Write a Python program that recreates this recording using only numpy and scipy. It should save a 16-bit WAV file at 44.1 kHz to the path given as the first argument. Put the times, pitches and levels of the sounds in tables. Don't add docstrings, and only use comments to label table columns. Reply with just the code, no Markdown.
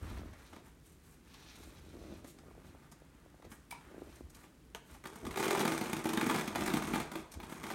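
import sys
import numpy as np
from scipy import signal
from scipy.fft import rfft, irfft
from scipy.io import wavfile
from scipy.ndimage import uniform_filter1d

SR = 44100
rng = np.random.default_rng(int(sys.argv[2]) if len(sys.argv) > 2 else 0)


def int16_out(signal):
    q = np.round(np.clip(np.atleast_2d(signal).T, -1, 1) * 32767)
    wavfile.write(sys.argv[1], SR, q.astype(np.int16))


N = 341334
TIME = np.arange(N) / SR


def from_db(db):
    return 10 ** (np.asarray(db) / 20)


def unit_rms(x):
    return x / np.sqrt(np.mean(x ** 2) + 1e-20)


def at_hz(points, hz):
    freqs, values = np.transpose(points)
    return np.interp(np.log(hz + 1e-9), np.log(freqs), values)


def butter(x, order, hz, kind):
    return signal.sosfilt(signal.butter(order, hz, kind, fs=SR, output="sos"), x + 1e-18)


def colour(x, spectrum, size=4096):
    gain = unit_rms(from_db(at_hz(spectrum, np.arange(size // 2 + 1) * SR / size)))
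    cepstrum = irfft(np.log(gain))
    cepstrum[1:size // 2] *= 2
    cepstrum[size // 2 + 1:] = 0
    return signal.fftconvolve(x, irfft(np.exp(rfft(cepstrum))))[:N]


def pole_pair(hz, radius):
    return [1, -2 * radius * np.cos(2 * np.pi * hz / SR), radius * radius]


def resonance(x, hz, t60_s):
    radius = 1000 ** (-1 / (t60_s * SR))
    return signal.lfilter(np.array([1, 0, -1]) * (1 - radius ** 2) / 2, pole_pair(hz, radius), x + 1e-18)


def struck(start_s, hz, t60_s):
    age = np.arange(SR // 4) / SR
    out, at = np.zeros(N + len(age)), round(start_s * SR)
    out[at:at + len(age)] = np.sin(2 * np.pi * hz * age) * 1000 ** (-age / t60_s)
    return out[:N]


def envelope(start_s, length_s, attack_s, release_s):
    attack = np.clip((TIME - start_s) / attack_s + .5, 0, 1)
    return attack * np.exp(-np.clip((TIME - start_s - length_s) / release_s, 0, 20))


def gestures(rows, attack_s, release_s):
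    power = 0
    for start_s, length_s, *levels_db in rows:
        power += (from_db(levels_db)[:, None] * envelope(start_s, length_s, attack_s, release_s)) ** 2
    return np.sqrt(power)


def drift(rate_hz, hop=40, settle=2000):
    radius = np.exp(-2 * np.pi * rate_hz * hop / SR)
    noise = rng.standard_normal(N // hop + settle + 2)
    slow = signal.lfilter([1], pole_pair(0, radius), noise)[settle:]
    return np.interp(np.arange(N) / hop, np.arange(len(slow)), unit_rms(slow))


def grains(per_s, spread_db, clump_db, clump_hz, even_s):
    sizes = from_db(spread_db * np.clip(rng.standard_normal(N), -2, 2) + clump_db * drift(clump_hz))
    clicks = (rng.random(N) < per_s / SR) * sizes * rng.choice([-1, 1], N)
    width = int(even_s * SR)
    power = uniform_filter1d(uniform_filter1d(clicks ** 2, width), width)
    return clicks / np.sqrt(np.maximum(power, 0) + 1e-6)


def ticks(per_s, level_db):
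    hits = rng.random(N) < per_s / SR
    return hits * from_db(level_db + 2.3 * np.clip(rng.standard_normal(N), -2, 2))


def showers(rows, per_s, fade_s, build_s, shower_db, size=2048):
    trains, lead = np.zeros((len(shower_db), N + size)), size // 8
    age = (np.arange(size) - lead) / SR
    swell = np.exp(np.minimum(age / build_s, -(age / fade_s) ** 2))
    for time_s, *levels_db in rows:
        hits = rng.random(size) < per_s / SR
        strength = rng.standard_normal((len(trains), size)) * from_db(shower_db)[:, None]
        shower = hits * strength * swell
        shower[:, lead] = 1
        shower /= np.linalg.norm(shower, axis=1, keepdims=True)
        at = round(time_s * SR) - lead
        trains[:, at:at + size] += from_db(levels_db)[:, None] * shower
    return trains[:, :N]


# (frequency [Hz], relative density [dB])
BACKGROUND_SPECTRUM = [(18, -55), (30, -4.5), (59, 5.5), (102, -5.5), (152, 1), (213, -6.5), (270, -3),
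                       (691, -20), (1510, -21.5), (3980, -28.5), (4910, -30), (8720, -31), (15500, -37)]


def background(level_db=-60.5):
    return from_db(level_db) * colour(rng.standard_normal(N), BACKGROUND_SPECTRUM)


def electrical_ticking(period_s=0.05002):
    clicks = np.zeros(N)
    clicks[(np.arange(0.0003, TIME[-1], period_s) * SR).astype(int)] = from_db(-45)
    return butter(clicks, 2, [6000, 12000], "band")


# (frequency [Hz], relative density [dB])
RUSTLE_SPECTRUM = [(300, 0), (700, -0.5), (1350, 3.5), (2100, -2), (3200, -9.5), (6000, -34)]
SCRAPE_SPECTRUM = [(1200, -21), (2400, -5), (3000, -9), (3900, -5), (5000, -11), (6000, -9), (9000, -32)]
HISS_SPECTRUM = [(2500, -19), (5000, -7.5), (6500, 1), (9300, 4.5), (10400, -2.5), (11500, 3),
                 (15500, -6.5)]
# (time [s], length [s], rustle gain [dB], scrape gain [dB], hiss gain [dB])
HAND_STROKES = [(0.0, 0.14, -57.5, -62, -66.5), (0.13, 0.063, -53.5, -62, -66),
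                (0.22, 0.22, -63.5, -71, -75), (0.38, 0.18, -68.5, -64, -71.5),
                (0.655, 0.012, -62, -67, -65.5), (0.84, 0.087, -81, -74, -70),
                (1.03, 0.11, -73, -75, -69.5), (1.255, 0.31, -66.5, -63, -72.5),
                (1.56, 0.13, -68, -62.5, -65.5), (1.7, 0.49, -68, -67, -72.5),
                (2.275, 0.012, -68, -57.5, -56), (2.42, 0.43, -69, -80.5, -80),
                (2.64, 0.052, -73, -68, -71.5), (2.825, 0.012, -63, -74, -73),
                (2.92, 0.55, -73.5, -93, -95), (3.515, 0.014, -58, -68, -58.5),
                (3.78, 0.2, -65, -75.5, -77), (3.98, 0.21, -67, -69, -71.5),
                (4.34, 0.11, -65.5, -72.5, -67), (4.87, 0.089, -64.5, -71, -65.5),
                (7.438, 0.012, -54, -69, -70), (7.505, 0.019, -57, -62, -58)]


def rubbing():
    rustle, scrape, hiss = gestures(HAND_STROKES, attack_s=0.057, release_s=0.025) * from_db(1.2 * drift(6))
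    catches = grains(per_s=3000, spread_db=4.5, clump_db=5, clump_hz=23, even_s=0.021)
    threads = grains(per_s=7000, spread_db=7, clump_db=3.5, clump_hz=8.7, even_s=0.3)
    threads += ticks(per_s=28, level_db=22)
    nap = grains(per_s=6000, spread_db=7, clump_db=3, clump_hz=45, even_s=0.03)
    return (from_db(1) * colour(rustle * catches, RUSTLE_SPECTRUM)
            + from_db(-1) * colour(scrape * threads, SCRAPE_SPECTRUM)
            + from_db(0.5) * colour(hiss * nap, HISS_SPECTRUM))


# (frequency [Hz], relative density [dB])
RUMBLE_SPECTRUM = [(25, -12), (42, 2), (85, 6.5), (130, -10.5), (250, -10.5), (600, -51)]
CREAK_SPECTRUM = [(70, -43.5), (150, -5.5), (330, 0.5), (480, -10), (650, -10), (850, -21.5), (1500, -24),
                  (4000, -94)]
# (time [s], length [s], rumble gain [dB], creak gain [dB])
WEIGHT_SHIFTS = [(0.015, 0.24, -43, -54), (0.5, 0.084, -60, -58), (1.56, 0.65, -57, -62.5),
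                 (1.94, 0.19, -54, -52), (2.08, 0.37, -65, -60.5), (2.45, 0.34, -59, -63),
                 (3.435, 0.0067, -53.5, -53), (3.86, 0.23, -58.5, -55.5), (4.21, 0.034, -50.5, -60.5),
                 (4.43, 0.014, -82, -57.5), (4.9, 0.039, -55.5, -62.5), (5.22, 0.09, -51, -49.5),
                 (6.5, 0.51, -53, -50), (7.36, 0.015, -46.5, -51)]


def couch():
    rumble, creak = gestures(WEIGHT_SHIFTS, attack_s=0.022, release_s=0.053)
    catches = grains(per_s=250, spread_db=1.5, clump_db=3.5, clump_hz=10, even_s=0.098)
    jolts = grains(per_s=600, spread_db=3, clump_db=0.5, clump_hz=14, even_s=0.1)
    low = from_db(-1.5) * rumble * colour(jolts, RUMBLE_SPECTRUM)
    return low + colour(creak * catches, CREAK_SPECTRUM)


# (time [s], gain [dB], pitch [Hz])
HANDLING_BUMPS = [(0.191, -28, 302), (0.566, -32, 297), (1.672, -35, 307), (1.974, -38, 366),
                  (2.023, -34, 371), (2.244, -33, 400), (2.434, -42, 650), (2.48, -41, 523),
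                  (2.51, -40, 845), (2.549, -43, 700), (2.577, -35.5, 420), (2.645, -46, 606),
                  (2.747, -36.5, 605), (3.018, -38, 563), (3.259, -40, 600), (3.341, -41.5, 600),
                  (3.397, -39, 517), (3.425, -39, 810), (3.448, -36, 560), (3.519, -54, 476),
                  (3.91, -35, 370), (3.943, -28.5, 326), (3.978, -27, 318), (4.017, -26, 410),
                  (4.206, -24, 256)]


def bumps(t60_s=0.0077):
    knocks = sum(from_db(db - 3.5) * struck(time_s + 0.00208, hz, t60_s)
                 for time_s, db, hz in HANDLING_BUMPS)
    return butter(knocks, 2, [200, 1100], "band")


def twangs(snaps, low_hz=650, high_hz=4800, t60_cycles=8.7, power_share=0.6, count=16):
    cluster = rng.integers(0, count, N)
    rings = sum((-1) ** k * resonance(snaps * (cluster == k), hz, t60_cycles / hz)
                for k, hz in enumerate(np.geomspace(low_hz, high_hz, count)))
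    makeup = 2 * t60_cycles * np.log(high_hz / low_hz) / np.log(1000)
    return np.sqrt(1 - power_share) * snaps + np.sqrt(power_share * makeup) * rings


def disperse(x, hz):
    poles = pole_pair(hz, np.exp(-np.pi * hz / SR))
    return signal.lfilter(poles[::-1], poles, x + 1e-18)


# (frequency [Hz], relative density [dB])
FIZZ_SPECTRUM = [(1500, -39), (3600, -8), (4900, 0.5), (6500, 4), (7500, 0.5), (9000, 4.5), (10400, -3.5),
                 (11500, 1), (15500, -13)]
CRACK_SPECTRUM = [(250, -15), (500, -1), (870, 0), (1300, -1), (1900, -6), (2350, -4), (2750, -12),
                  (3600, -11), (5000, -29), (9000, -74.5)]
THUMP_SPECTRUM = [(40, -34), (70, -19), (105, -5.5), (150, -6), (210, 2.5), (270, 7), (400, -18.5),
                  (800, -40.5)]


def bandage(crack, thump, fizz):
    weave = disperse(colour(twangs(crack), CRACK_SPECTRUM), hz=1470)
    return colour(fizz, FIZZ_SPECTRUM) + weave + colour(thump, THUMP_SPECTRUM)


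# (time [s], pitch [Hz])
STRIP_PITCH = [(5.3, 367), (5.45, 395), (5.6, 389), (5.75, 330), (6.2, 310), (6.9, 295), (7.2, 320),
               (7.74, 303)]


def taut_strip(x, width_hz, block=256):
    out, state = np.zeros(N), np.zeros(2)
    radius = np.exp(-np.pi * width_hz / SR)
    for i in range(0, N, block):
        poles = pole_pair(np.interp(i / SR, *np.transpose(STRIP_PITCH)), radius)
        out[i:i + block], state = signal.lfilter([1, 0, -1], poles, x[i:i + block] + 1e-18, zi=state)
    return butter(out, 2, 600, "low") * np.sqrt((1 - radius ** 2) / 2)


# (time [s], crack gain [dB], fizz gain [dB], weave gain [dB])
ROLL_PICKS = [(0.332, -46.5, -67, -67), (0.53, -43, -64, -77), (0.562, -46.5, -64, -71),
              (1.341, -52, -61, -57), (1.426, -57, -71, -61), (1.558, -56, -60, -64),
              (1.632, -51, -61, -68), (2.245, -46, -61, -67), (2.385, -50.5, -65.5, -65),
              (2.918, -48.5, -56, -80), (3.423, -49, -71, -77), (3.448, -51, -66, -67),
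              (3.517, -43.5, -55.5, -75), (4.153, -61, -60.5, -71), (4.301, -56, -59.5, -82),
              (4.35, -51, -57, -62), (4.437, -50.5, -69, -73), (4.899, -52, -74, -76),
              (4.946, -47, -61, -65), (7.319, -51, -50.5, -59.5), (7.339, -44, -53, -61.5)]


def picks():
    rows = [(time_s, db, db, fizz_db, weave_db) for time_s, db, fizz_db, weave_db in ROLL_PICKS]
    crack, thump, fizz, weave = showers(rows, per_s=2100, fade_s=0.01, build_s=0.0025,
                                        shower_db=[11, -14, 19, 15])
    snap = bandage(from_db(18) * crack, from_db(14) * thump, from_db(25.5) * fizz)
    scrape = from_db(27) * colour(weave, SCRAPE_SPECTRUM)
    return snap + scrape + from_db(-1) * taut_strip(thump, width_hz=54)


# (frequency [Hz], relative density [dB])
CLICK_SPECTRUM = [(1500, -31), (3800, -3), (7000, -4), (9800, 2.5), (13000, -9), (15500, -1)]
# (time [s], click gain [dB], cutoff [Hz], ring [Hz], ring gain [dB], ring t60 [s])
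SMACK_PARTS = [(3.711, -30.5, 17000, 2310, -39.5, 0.053), (3.7245, -37.5, 11500, 946, -37.5, 0.049)]


def smack():
    clicks, rings = np.zeros(N), np.zeros(N)
    for time_s, click_db, cutoff_hz, ring_hz, ring_db, t60_s in SMACK_PARTS:
        window = np.exp(-((TIME - time_s - 0.001) / 0.0033) ** 2)
        burst = butter(window * rng.standard_normal(N), 4, cutoff_hz, "low")
        clicks += from_db(click_db - 10) * colour(burst, CLICK_SPECTRUM)
        clicks += from_db(ring_db - 10) * colour(burst, CRACK_SPECTRUM)
        ring_noise = unit_rms(resonance(rng.standard_normal(N), ring_hz, t60_s / 2))
        linger = from_db(-15) * envelope(time_s + 0.018, 0, attack_s=0.015, release_s=0.042) * ring_noise
        rings += from_db(ring_db) * (struck(time_s + 0.00251, ring_hz, t60_s) + linger)
    return room(clicks, wet_db=-6, modes_db=-2) + rings


# (frequency [Hz], relative level [dB], t60 [s])
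FLICK_RINGS = [(202, -24, 0.032), (443, -4, 0.056), (940, -1.5, 0.024), (1570, 4, 0.0087), (3030, 7, .006),
               (4300, -3.5, .005), (6300, 2.5, 0.0036), (9050, -5, 0.0022), (12600, -3, .003)]


def flick(time_s=4.7485):
    modes = sum((-1) ** k * from_db(db - 37) * struck(time_s, hz, t60_s)
                for k, (hz, db, t60_s) in enumerate(FLICK_RINGS))
    crack, thump, fizz = rng.standard_normal((3, N))
    fibres = bandage(crack, from_db(-14) * thump, from_db(-8) * fizz)
    fade = from_db(-43.5) * envelope(time_s, 0, attack_s=0.001, release_s=0.017)
    return room(modes + fade * fibres, wet_db=-9.5, modes_db=-6)


# (frequency [Hz], relative density [dB])
EDGE_SPECTRUM = [(900, -30.5), (1700, 2.5), (2800, -3.5), (3500, 2), (4500, 2), (5300, -6.5), (9000, -4.5)]
# (time [s], crack gain [dB], thump gain [dB], fizz gain [dB], ring gain [dB])
PATCH_RIPS = [(5.04, -40, -51, -53.5, -50), (5.056, -31.5, -45, -54, -41), (5.071, -41, -51, -48.5, -62),
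              (5.158, -40.5, -49, -50, -65), (5.252, -36, -45.5, -51, -48), (5.267, -33.5, -45, -46, -36),
              (5.275, -44, -37, -55, -55), (5.311, -32.5, -41, -49, -35.5), (5.327, -45, -53, -55, -50),
              (5.342, -37, -50, -54, -46), (5.36, -30, -51, -46, -39), (5.374, -22, -58, -44, -45),
              (5.398, -27.5, -31, -39.5, -27), (5.428, -22, -54, -40, -31), (5.436, -25, -59, -43, -34),
              (5.442, -25, -45, -40, -41), (5.455, -23, -57, -41, -32), (5.465, -32, -39, -50, -29),
              (5.481, -26, -38, -37, -30), (5.508, -18.5, -48, -37.5, -29.5), (5.53, -28, -42, -40, -26.5),
              (5.5505, -22, -40, -40, -40), (5.575, -26.5, -32, -42, -50), (5.595, -25, -44, -35.5, -32),
              (5.604, -23, -35, -36.5, -23.5), (5.61, -20.5, -30, -45, -45),
              (5.652, -20, -25.5, -38.5, -30), (5.678, -22.5, -39, -36.5, -25),
              (5.72, -24.5, -29, -39, -37), (5.778, -27.5, -48, -40.5, -41), (5.813, -25, -27, -45, -27.5),
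              (5.86, -30.5, -38, -55, -37), (5.897, -40, -36, -43, -49), (5.931, -23, -27.5, -37.5, -32),
              (5.967, -30, -36, -42, -39), (6.043, -32.5, -52, -41.5, -35), (6.056, -24, -30.5, -42, -24.5),
              (6.0913, -25.5, -44, -39, -33), (6.103, -37, -47, -47, -31), (6.134, -25.5, -41, -39.5, -32),
              (6.174, -21, -28, -40.5, -45), (6.2125, -21.5, -54, -42.5, -39), (6.229, -35, -55, -59, -28),
              (6.266, -27, -26, -46, -42), (6.291, -32, -50, -42, -33), (6.298, -20, -29, -41, -44),
              (6.31, -25, -34, -42, -26.5), (6.344, -24.5, -34.5, -43, -35), (6.386, -27, -44, -44, -41),
              (6.396, -31, -50, -44, -46), (6.411, -27, -46, -42, -42), (6.478, -27, -29.5, -39.5, -45),
              (6.551, -28, -42, -50.5, -49), (6.558, -22.5, -38, -39.5, -36), (6.578, -41, -45, -56, -46),
              (6.609, -27, -46, -41, -39), (6.662, -27, -43, -35.5, -49), (6.678, -23, -51, -41, -56),
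              (6.702, -28.5, -50, -53, -47), (6.723, -36, -55, -57.5, -39),
              (6.738, -22.5, -27.5, -39, -24.5), (6.77, -24, -31, -44, -29.5),
              (6.823, -27.5, -42, -46.5, -31), (6.873, -29, -51, -45.5, -39), (6.936, -26, -29.5, -45, -45),
              (6.947, -24, -37, -52, -43), (6.959, -25, -48, -58, -49), (7.002, -28, -32, -45.5, -32.5),
              (7.118, -32.5, -40, -47, -45), (7.155, -29, -50, -59, -28.5), (7.401, -34.5, -47, -67, -55),
              (7.433, -36.5, -45, -64, -37), (7.497, -38, -48, -54, -49), (7.523, -34, -40, -61, -35.5),
              (7.638, -30.5, -59, -55, -54.5), (7.667, -36, -56, -49, -57), (7.703, -29.5, -48, -47, -60),
              (7.712, -32.5, -51, -61, -54)]


def rips(pull):
    crack, thump, fizz, ring = showers([*PATCH_RIPS, *slips(pull)], per_s=3600, fade_s=0.0062,
                                       build_s=0.0018, shower_db=[-3, -19, 12, -17.5])
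    edge = from_db(4.5) * disperse(colour(crack, EDGE_SPECTRUM), hz=2800)
    tear = bandage(from_db(14) * crack, from_db(21) * thump, from_db(20.5) * fizz)
    return tear + edge + from_db(19.5) * taut_strip(ring, width_hz=45)


def sticking(dip_db, before_s, length_s):
    jerks = np.zeros(N)
    jerks[[round((time_s - before_s) * SR) for time_s, *_ in PATCH_RIPS]] = 1
    held = signal.oaconvolve(jerks, np.hanning(int(length_s * SR)), "same")
    return from_db(dip_db * np.clip(held, 0, 1))


def thump_gain(short_strip_hz=374, db_per_octave=26.5):
    strip_hz = np.interp(TIME, *np.transpose(STRIP_PITCH))
    return from_db(db_per_octave * np.log2(short_strip_hz / strip_hz))


def slips(pull, per_s=38, jitter_beats=0.29):
    start_s, end_s = BANDAGE_PULLS[0][0], TIME[-1]
    beats_s = np.arange(start_s, end_s, 1 / per_s)
    late, size, weight = rng.standard_normal((len(beats_s), 3)).T
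    times_s = np.clip(beats_s + jitter_beats * late / per_s, start_s, end_s)
    at = (times_s * SR).astype(int)
    free = pull * sticking(dip_db=-5, before_s=0.01, length_s=0.03)
    crack = free[at] * from_db(12 + 0.5 * np.clip(size, -2, 2)) + 1e-9
    thump = crack * from_db(-21 + 2.5 * weight) * thump_gain()[at]
    fizz, ring = crack * from_db(-25), crack * from_db(-18)
    return np.column_stack([times_s, *20 * np.log10([crack, thump, fizz, ring])])


# (time [s], length [s], crackle gain [dB], drop by the end [dB])
BANDAGE_PULLS = [(5.049, 0.2, -60, 1.5), (5.238, 0.19, -59, -6), (5.369, 0.38, -41.5, 1.5),
                 (5.707, 0.3, -44.5, 4.5), (6.053, 0.15, -47, -3), (6.207, .18, -42.5, -3),
                 (6.417, 0.23, -49, 7.5), (6.578, 0.2, -44.5, -2), (6.815, 0.18, -48.5, -3),
                 (6.931, 0.095, -40.5, 8), (7.134, 0.069, -49.5, 5.5), (7.403, 0.28, -60.5, -6.5),
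                 (7.63, 0.12, -48.5, 1)]


def pulling():
    pull = np.zeros(N)
    for start_s, length_s, db, drop_db in BANDAGE_PULLS:
        progress = np.clip((TIME - start_s) / length_s, 0, 1)
        grip = envelope(start_s, length_s, attack_s=0.0038, release_s=0.028)
        pull = np.maximum(pull, grip * from_db(db - drop_db * progress))
    return pull


def peeling(pull, firm_pull_db=-35):
    crack = pull * sticking(dip_db=-3.5, before_s=0.008, length_s=0.02)
    thump = from_db(-11) * crack * thump_gain()
    fizz = from_db(-42.5) * (crack / from_db(firm_pull_db)) ** 0.92
    speed = np.sqrt(crack / crack.max())
    snaps = grains(per_s=120 + 750 * speed, spread_db=2, clump_db=3.5, clump_hz=29, even_s=0.017)
    fine = grains(per_s=600 + 3000 * speed, spread_db=4, clump_db=4, clump_hz=190, even_s=0.08)
    crackle = bandage(from_db(1) * crack * snaps, thump * snaps, fizz * fine)
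    stiff_fibres = colour(fizz * ticks(per_s=70, level_db=11), CLICK_SPECTRUM)
    return crackle + stiff_fibres + taut_strip(from_db(3.5) * crack * snaps, width_hz=127)


# (frequency [Hz], t60 [s])
ROOM_DECAY = [(500, 0.8), (2000, 0.56), (6000, 0.59), (14000, 0.073)]


def reflections(bands=7):
    age, tail = np.arange(SR // 2) / SR, 0
    edges_hz = np.geomspace(400, 16000, bands + 1)
    for low_hz, high_hz in zip(edges_hz, edges_hz[1:]):
        band = butter(rng.standard_normal(len(age)), 2, [low_hz, high_hz], "band")
        tail += band * 1000 ** (-age / at_hz(ROOM_DECAY, np.sqrt(low_hz * high_hz)))
    tail *= (age > 0.003) * (1 + 1.28 * np.exp(-age / 0.016))
    return tail / np.linalg.norm(tail)


# (frequency [Hz], relative gain [dB], t60 [s])
STANDING_WAVES = [(157.2, 13, 0.61), (203.7, 2.5, 0.14), (227.7, 3, 0.37), (325.7, 9, 0.2),
                  (373.4, 5.5, 0.25), (444, 5, 0.53), (694, -5, 0.37), (881, 1.5, 0.035), (1215, 6, 0.18),
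                  (1370, -12, 0.28)]


def room(x, wet_db, modes_db, patterns=7, patterns_per_s=13):
    place, diffuse = TIME * patterns_per_s, 0
    for k in range(patterns):
        distance = np.abs((place - k + patterns / 2) % patterns - patterns / 2)
        crossfade = np.sqrt(np.maximum(1 - distance, 0))
        diffuse += signal.oaconvolve(x * crossfade, reflections())[:N]
    standing = sum(from_db(db) * resonance(x, hz, t60_s) for hz, db, t60_s in STANDING_WAVES)
    return from_db(-2) * (x + from_db(wet_db) * diffuse + from_db(modes_db) * standing)


def scene():
    pull = pulling()
    hands = peeling(pull) + picks() + rubbing() + rips(pull)
    floor = background() + electrical_ticking()
    return (room(hands, wet_db=-6, modes_db=-3) + smack() + flick() + couch() + bumps() + floor)[None]


def record(dry, low_hz=36, high_hz=15900):
    thin = butter(dry, 6, low_hz, "high")
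    return signal.sosfilt(signal.ellip(10, 0.1, 70, high_hz, fs=SR, output="sos"), thin)


dry = scene()
out = record(dry)
int16_out(out)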